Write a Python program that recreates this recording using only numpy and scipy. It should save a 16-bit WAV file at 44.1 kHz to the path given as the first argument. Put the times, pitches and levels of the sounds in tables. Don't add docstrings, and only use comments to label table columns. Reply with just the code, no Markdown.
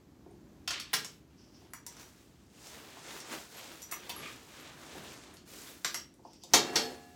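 import sys
import numpy as np
from scipy import signal
from scipy.fft import rfft, irfft, next_fast_len
from scipy.io import wavfile
from scipy.ndimage import uniform_filter1d

SR = 44100
rng = np.random.default_rng(int(sys.argv[2]) if len(sys.argv) > 2 else 0)


def ratio(d):
    e = np.asarray(d, float) / 20
    return 10 ** e


def waveform_to_disk(signal):
    frames = np.transpose(np.atleast_2d(signal))
    scaled = np.clip(frames, -1, 1) * 32767
    samples = np.round(scaled).astype(np.int16)
    wavfile.write(sys.argv[1], SR, samples)


N = 315315
TIME = np.arange(N) / SR

# f/Hz, density level/dB per Hz
HOUSE_SPECTRUM = [(15, -68), (25, -51), (48, -12), (70, -7), (97, -9.5), (309, -9.5), (405, -16),
                  (451, -21), (780, -26), (1100, -29), (2840, -38), (5880, -38.5), (7800, -40.5),
                  (8400, -46.5), (15300, -45.5), (16000, -56)]
HOUSE_DB = -60
# t/s, level/dB, brightness/dB per octave
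THUMPS_AND_BUMPS = [(0.19, -67, -1), (0.262, -48, -2.5), (.305, -63, 7), (.937, -48.5, -11),
                    (1.619, -57.5, 7.5), (1.866, -62, 4), (2.77, -59, 9), (2.97, -60.5, 10.5),
                    (3.069, -60, 7), (3.911, -49.5, -1), (4.094, -51, 12.5), (4.949, -51, 6),
                    (5.847, -44, 5), (5.944, -51, 8.5), (6.194, -56, 2), (6.251, -54.5, 8.5),
                    (6.437, -54, 12), (6.537, -28.5, 9.5), (6.759, -45, 15)]
# f/Hz, level/dB, t60/s
BOARD_MODES = [(164, -6, 0.079), (351.6, 1.5, .11), (535, -7.5, 0.083), (732, -2, 0.039), (862, 2, 0.026)]
THUMP_PUSH_S, TAP_PUSH_S = 0.0027, 0.001
# f/Hz, t60/s
ROOM_T60 = [(150, 1), (700, 0.21), (2000, 0.32), (5000, 0.27), (13000, 0.14)]
ROOM_DB = -29.5
# t/s, level/dB, f/Hz
PINGS = [(.305, -72, 9100), (1.704, -73, 11500), (3.57, -52.5, 11640), (3.64, -54, 11700),
         (4.163, -39, 11300), (4.19, -51, 11200), (4.32, -59, 11500), (4.97, -59, 11370),
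         (5.24, -63, 11700), (5.342, -59, 11500), (5.847, -42, 4880), (5.847, -40, 11960),
         (5.943, -44, 11500), (5.944, -41, 5605), (5.944, -54, 3010), (4.6, -57, 11500),
         (5.13, -58, 11500), (1.704, -71, 10500)]
PING_T60_S, PING_AT_HZ, PING_DAMPING_POWER = 0.085, 11500, 1.6
PING_SPREAD, PING_LONGEST_S = .02, .2
# t/s, crack level/dB, crack f/Hz, body level/dB, top level/dB
HANGER_KNOCKS = [(.6761, -26, 4470, -34, -43), (.706, -29, 5330, -33, -47), (0.7163, -43, 5530, -34, -50),
                 (0.7986, -34, 5070, -46.5, -44), (0.9321, -30.5, 3570, -26, -28),
                 (0.9369, -23, 5020, -24, -30.5), (0.961, -53, 3530, -49, -47),
                 (1.0465, -34, 5900, -41.5, -48), (1.735, -44.5, 6100, -40, -37),
                 (1.8647, -38.5, 6240, -50, -39.5), (1.9253, -51, 7000, -58, -58),
                 (1.9678, -46, 6000, -51, -67), (1.9973, -45.5, 5600, -51, -66),
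                 (2.67, -43, 6400, -58, -56), (3.203, -39, 6200, -62, -72), (3.821, -41, 7100, -75, -58),
                 (3.913, -35, 6900, -48, -49), (3.9237, -43, 3630, -31.5, -33.5),
                 (4.0941, -33.5, 3630, -65, -36.5), (4.098, -31, 3700, -69, -54),
                 (4.157, -48, 2600, -49, -54), (4.19, -49, 2600, -55, -60), (4.226, -57, 2800, -54, -60),
                 (4.244, -43, 2620, -64, -61.5), (4.2573, -37, 2550, -58, -55), (4.28, -45, 2650, -64, -60),
                 (5.3394, -58, 7500, -79, -50), (5.369, -46, 4550, -76, -63),
                 (5.846, -25.5, 5440, -28, -43), (5.9436, -30, 6100, -32.5, -43),
                 (6.14, -56.5, 6950, -80, -63), (6.333, -50.5, 5660, -61, -66),
                 (6.436, -40.5, 5500, -74, -54), (6.537, -14, 5170, -20.5, -28.5),
                 (6.735, -60, 7000, -70, -48.5), (6.7583, -18.5, 4700, -28, -40),
                 (6.91, -63, 7500, -86.5, -70.5), (6.955, -56.5, 7460, -84, -64)]
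# low f/Hz, high f/Hz
KNOCK_BANDS = (280, 800), (800, 2500), (8000, 16000)
BASS_BELOW_BODY_DB = 17
# t/s, level/dB, fall/dB per s, heaviness/dB per two octaves below 2500 Hz, crispness/dB per two octaves above
CLOTH_SHAKES = [(.74, -37, 77, -26, -35), (.96, -50, 120, -5, 8.5), (6.562, -41, 74.5, 5.5, -4),
                (6.768, -39, 123, 5, -4)]
SHAKE_RISE_DB_PER_S = 448
# t/s, level/dB, crispness/dB per two octaves above 2500 Hz
CLOTH_DRAGS = [(1.3, -77, -8), (1.63, -67, 3), (1.8, -75, -13), (2.01, -54.5, 3), (2.16, -65, 1.5),
               (2.48, -72.5, 3), (2.66, -53, 1), (2.78, -53.5, 0.5), (3.03, -52.5, -1), (3.09, -47, -2.5),
               (3.19, -47.5, 3), (3.24, -49.5, -7), (3.29, -47, -2.5), (3.33, -39, -1), (3.49, -57.5, 2.5),
               (3.59, -47, 0), (3.88, -58, 0), (4.04, -53, -3), (4.15, -52, -3), (4.23, -45, -9),
               (4.32, -51, 0.5), (4.46, -60.5, 2), (4.55, -52, -1.5), (4.68, -50.5, -5), (4.76, -56, -3),
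               (5.05, -47.5, -2.5), (5.36, -58.5, -10.5), (5.45, -70, -1), (5.48, -59, 8),
               (5.55, -54.5, 6.5), (5.69, -53, 9), (5.83, -62.5, 5), (5.95, -61.5, 19.5), (6.12, -74, -3),
               (6.5, -77, 8), (6.95, -75.5, 12), (7.15, -68, 5)]
DRAG_HEAVY_DB = -0.5
# f/Hz, density level/dB per Hz
CLOTH_TONE = [(88, -37), (150, -7), (172, -5.5), (354, -1.5), (637, -6.5), (1240, -6.5), (1600, -7),
              (4860, -10), (8560, -16), (15100, -26), (16000, -26)]
# t/s, level/dB
HOOK_JERKS = [(1.388, -65), (1.446, -65), (1.52, -78), (1.552, -64), (1.606, -70), (6.252, -67),
              (6.288, -70), (6.34, -59.5), (6.437, -56.5), (6.52, -80)]
JERK_RISE_DB_PER_S, JERK_FALL_DB_PER_S = 700, 203
# f/Hz, width/Hz, level/dB
SCRAPE_RESONANCES = [(2920, 850, -3.5), (5270, 1240, 6.5), (6080, 410, -7.5)]
# t/s, level/dB, brightness/dB per octave
BUCKLE_JINGLES = [(1.7353, -49.5, -5.5), (1.867, -49.5, -5), (1.9669, -69, 4), (1.9979, -57, 0),
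                  (3.8193, -54.5, 4), (3.916, -59.5, 15), (3.9238, -61, -11), (4.094, -49.5, -8)]
# f/Hz, level/dB, t60/s
BUCKLE_MODES = [(950, -10, .13), (2035, -11, .08), (3400, -13, .08), (5730, -6, .22), (5940, -2, .16),
                (7060, -5, .13), (7540, -12, .1), (9320, -16, .1), (11630, -12, .08), (13550, -13, .08),
                (15700, -18, .07)]
# t/s, level/dB, brightness/dB per octave
PLASTIC_TAPS = [(4.162, -47, -14), (4.229, -45.5, 13), (4.257, -41, 1), (4.28, -53, 0)]
# f/Hz, level/dB, t60/s
PLASTIC_MODES = [(1197, 1.5, 0.038), (2250, 0, .04), (2420, -0.5, 0.039), (3300, -8, .03)]
# t/s, level/dB, brightness/dB per octave, share of free ring time under resting cloth
RAIL_BLOWS = [(6.536, -28.5, 4.5, 0.69), (6.757, -37, 2.5, 0.86)]
RAIL_BOOM = 121, 252, 378, 447, 717, 809, 874, 1039, 1701, 2740, 4350, 5227, 5461, 5793, 6208, 11650, 15310
# level/dB, t60/s
RAIL_BOOM_RING = [(-3, .4), (2, 1.2), (-1, 1.2), (8, 0.67), (-1, 1.7), (-3.5, 1.07), (-19.5, 0.24),
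                  (-14, 0.31), (-13.5, 1.57), (-14, 1.2), (-6, 0.7), (-6, 0.52), (3, 0.18), (9.5, 0.075),
                  (4, 0.12), (-11, 0.34), (-10, 0.17)]
RAIL_WOBBLE_DB = 1.5


def level(x, db):
    return x * ratio(db) / np.sqrt(np.mean(x ** 2))


def at_hz(table, hz):
    table_hz, values = np.transpose(table)
    return np.interp(np.log(hz), np.log(table_hz), values)


def hiss(lo_hz, hi_hz, size=N):
    sos = signal.butter(2, [lo_hz, min(hi_hz, .45 * SR)], "band", fs=SR, output="sos")
    return level(signal.sosfilt(sos, rng.standard_normal(size)), 0)


def coloured(table):
    size = next_fast_len(N)
    hz = np.maximum(np.arange(size // 2 + 1) * SR / size, 1)
    spectrum = rfft(rng.standard_normal(size)) * ratio(at_hz(table, hz))
    return level(irfft(spectrum, size)[:N], 0)


def walk(rate):
    hold = int(SR / rate)
    steps = np.repeat(rng.standard_normal(N // hold + 1), hold)
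    return 1.3 * uniform_filter1d(uniform_filter1d(steps, hold), hold)[:N]


def swell(s, db, rise_db, fall_db):
    return db - np.maximum(rise_db * (s - TIME), fall_db * (TIME - s))


def add(out, s, hz, db, t60, push_s=0):
    start = int(s * SR)
    t = TIME[:min(N - start, int(1.2 * np.max(t60) * SR))]
    hz, db, t60 = (np.reshape(v, (-1, 1)) for v in (hz, db, t60))
    modes = ratio(db - 60 * t / t60) * np.sin(2 * np.pi * hz * t)
    out[start:start + len(t)] += np.sum(modes, axis=0) * np.tanh(t / (push_s + 1e-5))


def strike(hz, mode_db, t60, blows, pivot_hz=3000, push_s=0):
    out = np.zeros(N)
    spots = rng.standard_normal((len(blows), len(hz)))
    for (s, db, bright, *free), spot in zip(blows, spots):
        blow_db = db + mode_db + bright * np.log2(hz / pivot_hz) + 1.5 * spot
        add(out, s, hz, blow_db, t60 * np.prod(free), push_s)
    return out


def house():
    return level(coloured(HOUSE_SPECTRUM) * ratio(1.7 * walk(2.3)), HOUSE_DB)


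def thumps_and_bumps():
    return strike(*np.transpose(BOARD_MODES), THUMPS_AND_BUMPS, pivot_hz=350, push_s=THUMP_PUSH_S)


def room():
    t = TIME[:SR // 2]
    tail = 0
    for hz in 90 * 2 ** np.arange(0, 8.):
        octave = hiss(hz / np.sqrt(2), hz * np.sqrt(2), size=len(t))
        tail = tail + octave * (hz / 15000) ** 0.57 * ratio(-60 * t / at_hz(ROOM_T60, hz))
    response = ratio(ROOM_DB) * tail * np.clip(t / 0.0039, 0, 1)
    response[0] = 1
    return response


def pings():
    out = np.zeros(N)
    for (s, db, hz), bunch in zip(PINGS, rng.standard_normal((len(PINGS), 4))):
        t60 = min(PING_T60_S * (PING_AT_HZ / hz) ** PING_DAMPING_POWER, PING_LONGEST_S)
        bunch_hz = hz * (1 + PING_SPREAD * (bunch - bunch[0]))
        add(out, s, bunch_hz, db - np.array([2, 6, 7, 8]), t60 / np.array([1, 1.5, 2, 2]), TAP_PUSH_S)
    return out


def knocks():
    out, t = np.zeros(N), TIME[:SR // 16]
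    chances = rng.standard_normal((len(HANGER_KNOCKS), len(t)))
    for (s, crack_db, hz, body_db, top_db), chance in zip(HANGER_KNOCKS, chances):
        rattle_s = .003 * ratio(.4 * (crack_db + 35))
        contact = 1.004 * chance * np.exp(-t / rattle_s) * np.tanh(t / (.3 * rattle_s))
        contact[0] = 1.96
        edges = [(hz / 1.5, hz * 1.325), *KNOCK_BANDS]
        band_db = [crack_db, body_db - BASS_BELOW_BODY_DB, body_db, top_db]
        start = int(s * SR)
        for (lo, hi), db, sign in zip(edges, band_db, (1, 1, -1, -1)):
            band = signal.sosfilt(signal.butter(2, [lo, hi], "band", fs=SR, output="sos"), contact)
            out[start:start + len(t)] += sign * ratio(db) * np.sqrt(SR / 2 / (hi - lo)) * band
    return out


def cloth():
    s, drag_db, crisp_db = np.transpose(CLOTH_DRAGS)
    drag = np.interp(TIME, s, drag_db, -110, -110)
    moves = [(drag, DRAG_HEAVY_DB, np.interp(TIME, s, crisp_db))]
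    for s, db, fall, heavy, crisp in CLOTH_SHAKES:
        moves.append((swell(s, db, SHAKE_RISE_DB_PER_S, fall), heavy, crisp))
    out, power = 0, 0
    flutter_db = .8 * walk(25)
    for hz in 180 * 2 ** np.arange(0, 7.):
        octaves = np.log2(hz / 2500)
        below, above = max(-octaves, 0), max(octaves, 0)
        tone = ratio(at_hz(CLOTH_TONE, hz) + 10 * np.log10(hz))
        effort = sum(ratio(db + heavy * below / 2 + crisp * above / 2) for db, heavy, crisp in moves)
        grain = ratio(1.57 * walk(14) + 0.93 * walk(300))
        out = out + tone * effort * grain * hiss(hz / np.sqrt(2), hz * np.sqrt(2))
        power = power + tone ** 2
    creases = (rng.random(N) < 45 / SR) * ratio(3 * rng.exponential(size=N))
    crackle = signal.lfilter([1], [1, -np.exp(-1 / (0.0015 * SR))], creases)
    return out / np.sqrt(power) * (1 + 0.29 * crackle) * ratio(flutter_db)


def slides():
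    rub = sum(ratio(db) * hiss(hz - width / 2, hz + width / 2) for hz, width, db in SCRAPE_RESONANCES)
    stick_slip = ratio(2.5 * walk(80))
    jerks = sum(ratio(swell(s, db, JERK_RISE_DB_PER_S, JERK_FALL_DB_PER_S)) for s, db in HOOK_JERKS)
    return level(rub * stick_slip, 0) * jerks


def buckle():
    return strike(*np.transpose(BUCKLE_MODES), BUCKLE_JINGLES)


def plastic():
    return strike(*np.transpose(PLASTIC_MODES), PLASTIC_TAPS, pivot_hz=1700, push_s=TAP_PUSH_S)


def rail_and_boom():
    ring = strike(np.array(RAIL_BOOM), *np.transpose(RAIL_BOOM_RING), RAIL_BLOWS)
    return ring * ratio(RAIL_WOBBLE_DB * walk(28))


def scene():
    ringing = (thumps_and_bumps() + pings() + buckle() + plastic()) * ratio(4.5 * walk(400))
    struck = signal.fftconvolve(knocks() + ringing, room())[:N]
    no_bass = signal.butter(2, 90, "high", fs=SR, output="sos")
    thin = signal.sosfilt(no_bass, struck + rail_and_boom())
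    return (thin + cloth() + slides() + house())[None]


def roll_off(x):
    return signal.sosfilt(signal.butter(12, 16820, fs=SR, output="sos"), x)


def record(dry):
    return roll_off(dry)


dry = scene()
out = record(dry)
waveform_to_disk(out)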